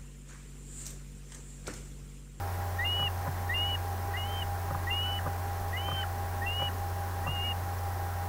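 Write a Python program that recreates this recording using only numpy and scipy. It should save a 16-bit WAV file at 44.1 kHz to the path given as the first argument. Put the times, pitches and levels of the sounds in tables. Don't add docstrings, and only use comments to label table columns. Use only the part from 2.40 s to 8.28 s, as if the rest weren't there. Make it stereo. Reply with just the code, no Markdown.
import sys
import numpy as np
from scipy import signal
from scipy.io import wavfile
from scipy.ndimage import uniform_filter1d

SR = 44100
rng = np.random.default_rng(int(sys.argv[2]) if len(sys.argv) > 2 else 0)


def gain_from_decibels(decibels):
    exponent = np.asarray(decibels, float) / 20
    return 10 ** exponent


def put_to_file(sound):
    columns = np.atleast_2d(sound).T
    safe = np.clip(columns, -1, 1)
    whole_steps = np.round(safe * 32767)
    wavfile.write(sys.argv[1], SR, whole_steps.astype(np.int16))


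N = 259440


def evened(x):
    return x / np.sqrt(np.mean(x ** 2) + 1e-20)


def drift(low_hz, top_hz, count):
    hz = np.geomspace(low_hz, top_hz, 12)[:, None]
    t = np.arange(0, N + 256, 256) / SR
    start = rng.random((count, len(hz), 1))
    slow = (np.sin(2 * np.pi * (hz * t + start)) / np.sqrt(hz)).sum(axis=1)
    return np.array([np.interp(np.arange(N) / SR, t, evened(row)) for row in slow])


def ring(modes, rise_s):
    t = np.arange(SR // 6) / SR
    x = sum(gain_from_decibels(db - 60 * t / t60) * np.sin(2 * np.pi * hz * t) for hz, db, t60 in modes)
    return x * (1 - np.exp(-t / rise_s))


def add(mix, s, sound):
    part = mix[round(s * SR):][:len(sound)]
    part += sound[:len(part)]


# frequency in Hz, density in dB per Hz.
AIR_SPECTRUM = [(10, -2), (25, 0), (60, -2), (110, -6), (150, -8), (220, -8), (320, -11.5), (410, -5.5),
                (520, -13.5), (620, -8), (800, -6), (900, -8.5), (1050, -10.5), (1400, -10.5)]
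# frequency in Hz, density in dB per Hz.
HISS_SPECTRUM = [(1400, -11), (1900, -12.5), (2150, -19), (2600, -22), (3400, -25), (4200, -25.5),
                 (4700, -25.5), (5400, -25), (6000, -25), (7500, -26.5), (10000, -26), (12500, -25),
                 (15500, -20.5)]
# frequency in Hz, width in Hz, level in dB.
FUZZY_WHINES = [(116.6, 1, -64), (4220, 150, -72), (5110, 90, -73), (6390, 40, -75), (12055, 50, -72)]


def air_and_hiss():
    hz = np.fft.rfftfreq(2048, 1 / SR)
    spectrum_hz, spectrum_db = np.transpose(AIR_SPECTRUM + HISS_SPECTRUM[1:])
    spectrum_db = np.interp(np.log(hz + 1), np.log(spectrum_hz), spectrum_db)
    real, imaginary, patches = rng.standard_normal((N // 512 + 5, len(hz), 3)).T
    patches = uniform_filter1d(patches, size=10, axis=0)
    patches = evened(uniform_filter1d(patches, size=6, axis=1))
    patchy_db = (1.14 / (1 + (hz / 2500) ** 2))[:, None] * patches
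    z = (real + 1j * imaginary) * gain_from_decibels(spectrum_db[:, None] + patchy_db)
    x = gain_from_decibels(-41.5) * evened(signal.istft(z, nperseg=2048, noverlap=1536)[1][:N])
    t = np.arange(N) / SR
    for whine_hz, width_hz, db in FUZZY_WHINES:
        r = np.exp(-np.pi * width_hz / SR)
        grain = rng.standard_normal(N) + 1j * rng.standard_normal(N)
        slow = signal.lfilter([1], [1, -2 * r, r * r], grain)
        x += gain_from_decibels(db) * evened((slow * np.exp(2j * np.pi * whine_hz * t)).real)
    return x


def motor(shaft_hz, orders, wander, waver_db):
    turns = np.cumsum(shaft_hz * (1 + wander * drift(0.1485, 3.23, count=1)[0])) / SR
    waver = waver_db * drift(0.145, 5.4, count=len(orders))
    start = np.transpose(orders)[0] ** 2 * .234
    x = np.zeros(N)
    for (multiple, db), w, turn in zip(orders, waver, start):
        x += gain_from_decibels(db + 3 + w) * np.sin(2 * np.pi * (multiple * turns + turn))
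    return x


# multiple of the shaft speed, level in dB.
FAN_ORDERS = [(1, -52), (4, -60), (9, -66), (10, -60), (11, -63), (12, -72), (13, -62), (15, -60),
              (16, -59), (17, -59), (18, -62), (19, -56), (20, -55), (21, -44), (22, -62), (24, -67),
              (25, -56), (26, -57), (27, -63), (28, -62), (29, -61), (35, -71), (39, -71)]


def fan():
    return motor(38.32, FAN_ORDERS, wander=.0006, waver_db=.9)


# multiple of the shaft speed, level in dB.
SPINDLE_ORDERS = [(1, -35.5), (2, -63), (9, -51), (10, -71), (12, -57.5), (18, -61)]


def spindle():
    return motor(89.99, SPINDLE_ORDERS, wander=.00003, waver_db=-0.23)


# frequency in Hz, level in dB, t60 in seconds.
TICK_MODES = [(5600, -54, .008), (11260, -48, .012), (11900, -53, .012), (12380, -53, .01)]


def refresh():
    refresh_hz = 59.86
    at = np.arange(int(N / SR * refresh_hz)) / refresh_hz + .0062
    at = np.round(at * SR).astype(int)
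    train, gate = np.zeros(N), np.zeros(N)
    train[at] = 1
    ticks = signal.oaconvolve(train, ring(TICK_MODES, rise_s=.0004))[:N]
    gate[at[1::3] - 100] = gain_from_decibels(1.3 * rng.standard_normal(len(at[1::3])))
    burst = signal.windows.hann(round(0.011 * SR))
    band = signal.butter(2, [5200, 5850], "bandpass", fs=SR, output="sos")
    chatter = evened(signal.sosfilt(band, rng.standard_normal(N)))
    chatter *= signal.oaconvolve(gate, burst)[:N]
    return ticks + gain_from_decibels(-57.5) * chatter


# start in seconds, rattle level in dB, thud level in dB.
ARM_STOPS = [(0.594, -29, -37.5), (0.624, -27, -41), (0.862, -30, -54), (0.873, -28, -32),
             (2.306, -24, -36), (2.3465, -26, -38), (2.861, -24, -35.5), (2.8727, -26, -54),
             (3.4838, -25, -41), (3.5149, -28, -36.5), (4.197, -28.5, -40), (4.2191, -23, -43),
             (4.863, -25, -57), (4.8736, -27, -32.5), (4.8865, -39, -46)]
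# frequency in Hz, level in dB, t60 in seconds.
CASE_MODES = [(320, -11, .03), (560, -7, .05), (820, -3, .03), (1010, 0, .03), (1190, 0, .025),
              (1450, -5, .018), (1900, -14, .01)]
# frequency in Hz, level in dB, t60 in seconds.
FRAME_MODES = [(140, 4.5, 0.13), (264, -8, 0.092)]


def arm():
    out = np.zeros(N)
    chance = rng.standard_normal((len(ARM_STOPS), 400))
    rattle = ring(CASE_MODES, rise_s=.0012)
    thud = ring(FRAME_MODES, rise_s=0.0053)
    for (s, rattle_db, thud_db), jolts in zip(ARM_STOPS, chance):
        blows = np.r_[1, .04 * jolts ** 3 * np.exp(-np.arange(400) / 90.0)]
        shaken = np.convolve(rattle, blows)
        add(out, s, gain_from_decibels(rattle_db) * shaken / abs(shaken).max())
        add(out, s + 0.0025, gain_from_decibels(thud_db + 3.0) * thud / abs(thud).max())
    return out


# start in seconds, level in dB.
TWIG_SNAPS = [
    (3.198, -50),
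    (3.618, -51),
]


def twigs():
    out = np.zeros(N)
    band = signal.butter(2, [3800, 6500], "bandpass", fs=SR, output="sos")
    for (s, db), grit in zip(TWIG_SNAPS, rng.standard_normal((len(TWIG_SNAPS), 600))):
        add(out, s, gain_from_decibels(db) * evened(signal.sosfilt(band, grit)) * np.exp(-np.arange(600) / 186.0))
    return out


def undervoice(opening, undertone, tail):
    s, length, db, first_hz, last_hz = opening
    hum_s, hum_db, hum_hz = undertone
    fall, first_db, last_db, low_hz = tail
    onset_s, handover_s, tail_rise_s, tail_fall_s = .011, .01197, .008, .012
    faint_db, sag_db, creep_hz_per_s = -62, -3.5, 1800
    onset_hz = first_hz + (last_hz - first_hz) * (onset_s / length) ** .8
    handed, landed = s + length + handover_s, fall + tail_fall_s
    handed_hz = last_hz + creep_hz_per_s * handover_s
    ebb = min(.06, (fall - hum_s) / 2)
    return [(s, db - 21, first_hz),
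            (s + onset_s, db, onset_hz),
            (s + length, db + sag_db, last_hz),
            (handed, db + sag_db - 14, handed_hz),
            ((handed + hum_s) / 2, faint_db, (handed_hz + hum_hz) / 2),
            (hum_s, hum_db, hum_hz),
            (hum_s + ebb, faint_db, hum_hz + creep_hz_per_s * ebb),
            (fall - tail_rise_s, faint_db, 2230),
            (fall, first_db, 1890),
            (landed, last_db, low_hz),
            (landed + tail_rise_s, faint_db, low_hz)]


# start in seconds, length in seconds, level in dB, first pitch in Hz, last pitch in Hz.
RISING_NOTES = [(0.382, 0.063, -31, 1780, 2055), (1.087, 0.054, -31, 1777, 2040),
                (1.731, 0.041, -36, 1790, 2090), (2.463, 0.042, -34.5, 1805, 2050),
                (3.322, .052, -36, 1820, 2106), (4.01, 0.045, -37, 1765, 1960),
                (4.832, .024, -42.5, 1770, 1940)]
# time in seconds, level in dB, pitch in Hz.
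HUMS = [(.555, -61, 2380), (1.235, -54, 2230), (1.81, -50, 2105), (2.68, -57, 2800), (3.425, -54, 2330),
        (4.245, -53, 2400), (5.075, -52, 2300)]
# time in seconds, first level in dB, last level in dB, last pitch in Hz.
FALLING_TAILS = [(.678, -41, -51, 1620), (1.354, -43, -52, 1620), (2.03, -45, -49, 1440),
                 (2.79, -41, -46, 1400), (3.632, -40, -37, 1330), (4.286, -44, -45, 1480),
                 (5.12, -55, -56, 1700)]


def lower_calls():
    return [undervoice(*rows) for rows in zip(RISING_NOTES, HUMS, FALLING_TAILS)]


# time in seconds, width in seconds, pitch drop in Hz, level change in dB.
SLACK_MOMENTS = [(.53, 0.02, 25, 1), (.625, .03, 21, 1.5), (1.29, 0.043, -2, -4),
                 (1.835, 0.038, 101.5, 3.5), (2.555, 0.011, -15, -4.5), (2.61, .03, 25.5, -0.5),
                 (4.1, 0.024, 26, 0), (4.141, 0.032, -1, -4.5), (4.935, .03, 0, -3.5),
                 (4.995, 0.041, 57, -1.5)]


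def whistle(start, length, open_db, mid_db, close_db, open_hz, top_hz, climb, close_hz):
    attack_s, release_s, droop_s = .015, .012, .036
    t = np.arange(0, length, .001)
    u, left = t / length, length - t
    db = open_db + (close_db - open_db) * u + (2 * mid_db - open_db - close_db) * 2 * u * (1 - u)
    db += -37 * (np.maximum(1 - t / attack_s, 0) ** 2 + np.maximum(1 - left / release_s, 0))
    hz = open_hz + (top_hz - open_hz) * np.sin(np.pi / 2 * np.minimum(u / climb, 1)) ** .8
    hz += (close_hz - top_hz) * np.clip(1 - (left - release_s) / droop_s, 0, 1) ** 1.4
    for s, width, drop_hz, change_db in SLACK_MOMENTS:
        slack = np.exp(-((start + t - s) / width) ** 2)
        hz = hz - drop_hz * slack
        db = db + change_db * slack
    return np.transpose([start + t, db, hz])


# start in seconds, length in seconds, opening level in dB, middle level in dB, closing level in dB.
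WHISTLE_LEVELS = [(0.441, 0.25, -30.5, -33, -31.5), (1.133, .233, -33, -31, -33),
                  (1.762, .279, -38, -45.5, -34.5), (2.498, 0.3, -31, -34.5, -38.5),
                  (3.362, 0.28, -38, -40, -33.5), (4.055, 0.24, -34.5, -34, -35.5),
                  (4.861, 0.273, -38.5, -36, -35)]
# opening pitch in Hz, top pitch in Hz, share of the call spent climbing (0-1), closing pitch in Hz.
WHISTLE_PITCHES = [(2745, 2940, .5, 2780), (2750, 2955, 0.9, 2860), (2790, 3115, .6, 2880),
                   (2728, 2978, .65, 2945), (2835, 3097, .48, 2980), (2695, 2942, .8, 2880),
                   (2687, 2872, .32, 2807)]


def upper_calls():
    return [whistle(*levels, *pitch) for levels, pitch in zip(WHISTLE_LEVELS, WHISTLE_PITCHES)]


def voice(calls, flutter_db):
    t, height = np.arange(N) / SR, np.zeros(N)
    for rows in calls:
        s, db, _ = np.transpose(rows)
        height += gain_from_decibels(np.interp(t, s, db, -120, -120))
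    s, _, hz = np.concatenate(calls).T
    faint = 1 / (1 + (height / gain_from_decibels(-53)) ** 2)
    tremble, flutter = drift(12, 70, count=2)
    hz = uniform_filter1d(np.interp(t, s, hz), size=160) * (1 + (.0012 + .006 * faint) * tremble)
    height = uniform_filter1d(height, size=100) * gain_from_decibels((0.43 + flutter_db * faint) * flutter)
    return np.sqrt(2) * height, 2 * np.pi * np.cumsum(hz) / SR


# start in seconds, length in seconds, level of the half-pitch line in dB.
HALF_PITCH = [
    (2.64, .08, -53),
    (3.56, .065, -49.5),
]


def bird():
    high, high_phase = voice(upper_calls(), flutter_db=.7)
    low, low_phase = voice(lower_calls(), flutter_db=3.)
    x = high * np.sin(high_phase) + low * np.sin(low_phase)
    overtone = gain_from_decibels(6) * low ** 2 * np.sin(2 * low_phase)
    mixing = gain_from_decibels(24) * high ** 2 * low ** .5 * np.sin(2 * high_phase - low_phase)
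    x += signal.lfilter(*signal.iirpeak(3600, 10, SR), overtone + mixing)
    for s, length, db in HALF_PITCH:
        at = slice(round(s * SR), round((s + length) * SR))
        swell = signal.windows.tukey(at.stop - at.start, .4)
        x[at] += gain_from_decibels(db + 7.5) * np.sin(high_phase[at] / 2) * swell
    band = signal.butter(2, [2200, 2900], "bandpass", fs=SR, output="sos")
    rush = signal.sosfilt(band, rng.standard_normal(N))
    high_hz = np.gradient(high_phase) * SR / (2 * np.pi)
    strain = np.clip((high_hz - 2900) / 150, 0, 1)
    x += gain_from_decibels(-20.5) * high * strain * evened(rush)
    return x - 0.69 * signal.lfilter(*signal.iirpeak(3030, 45, SR), x)


def scene():
    mono = air_and_hiss() + fan() + spindle() + refresh() + arm() + twigs() + bird()
    treble = signal.butter(3, 7000, "highpass", fs=SR)
    side = gain_from_decibels(-63.2) * evened(signal.lfilter(*treble, rng.standard_normal(N)))
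    return np.array([mono + side, mono - side])


def masked(x, below_db):
    hz, _, z = signal.stft(x, SR, nperseg=1024, noverlap=768)
    power = uniform_filter1d(abs(z[0] + z[1]) ** 2, size=4, axis=0)
    power = uniform_filter1d(power, size=7, axis=1)
    loudest = power[(hz > 2600) & (hz < 3200)].max(axis=0)
    above = (hz > 3120) & (hz < 3420)
    drop = above[:, None] & (power < loudest * gain_from_decibels(-2 * below_db))
    return signal.istft(z * np.where(drop, .12, 1), SR, nperseg=1024, noverlap=768)[1][:, :N]


def band_limit(x):
    return signal.sosfilt(signal.butter(12, 17080, fs=SR, output="sos"), x)


def record(dry):
    edge = signal.firwin(511, 15790, window=("kaiser", 9), fs=SR)
    limited = signal.oaconvolve(masked(dry, below_db=35.5), edge[None], "same")
    return band_limit(limited)


dry = scene()
out = record(dry)
put_to_file(out)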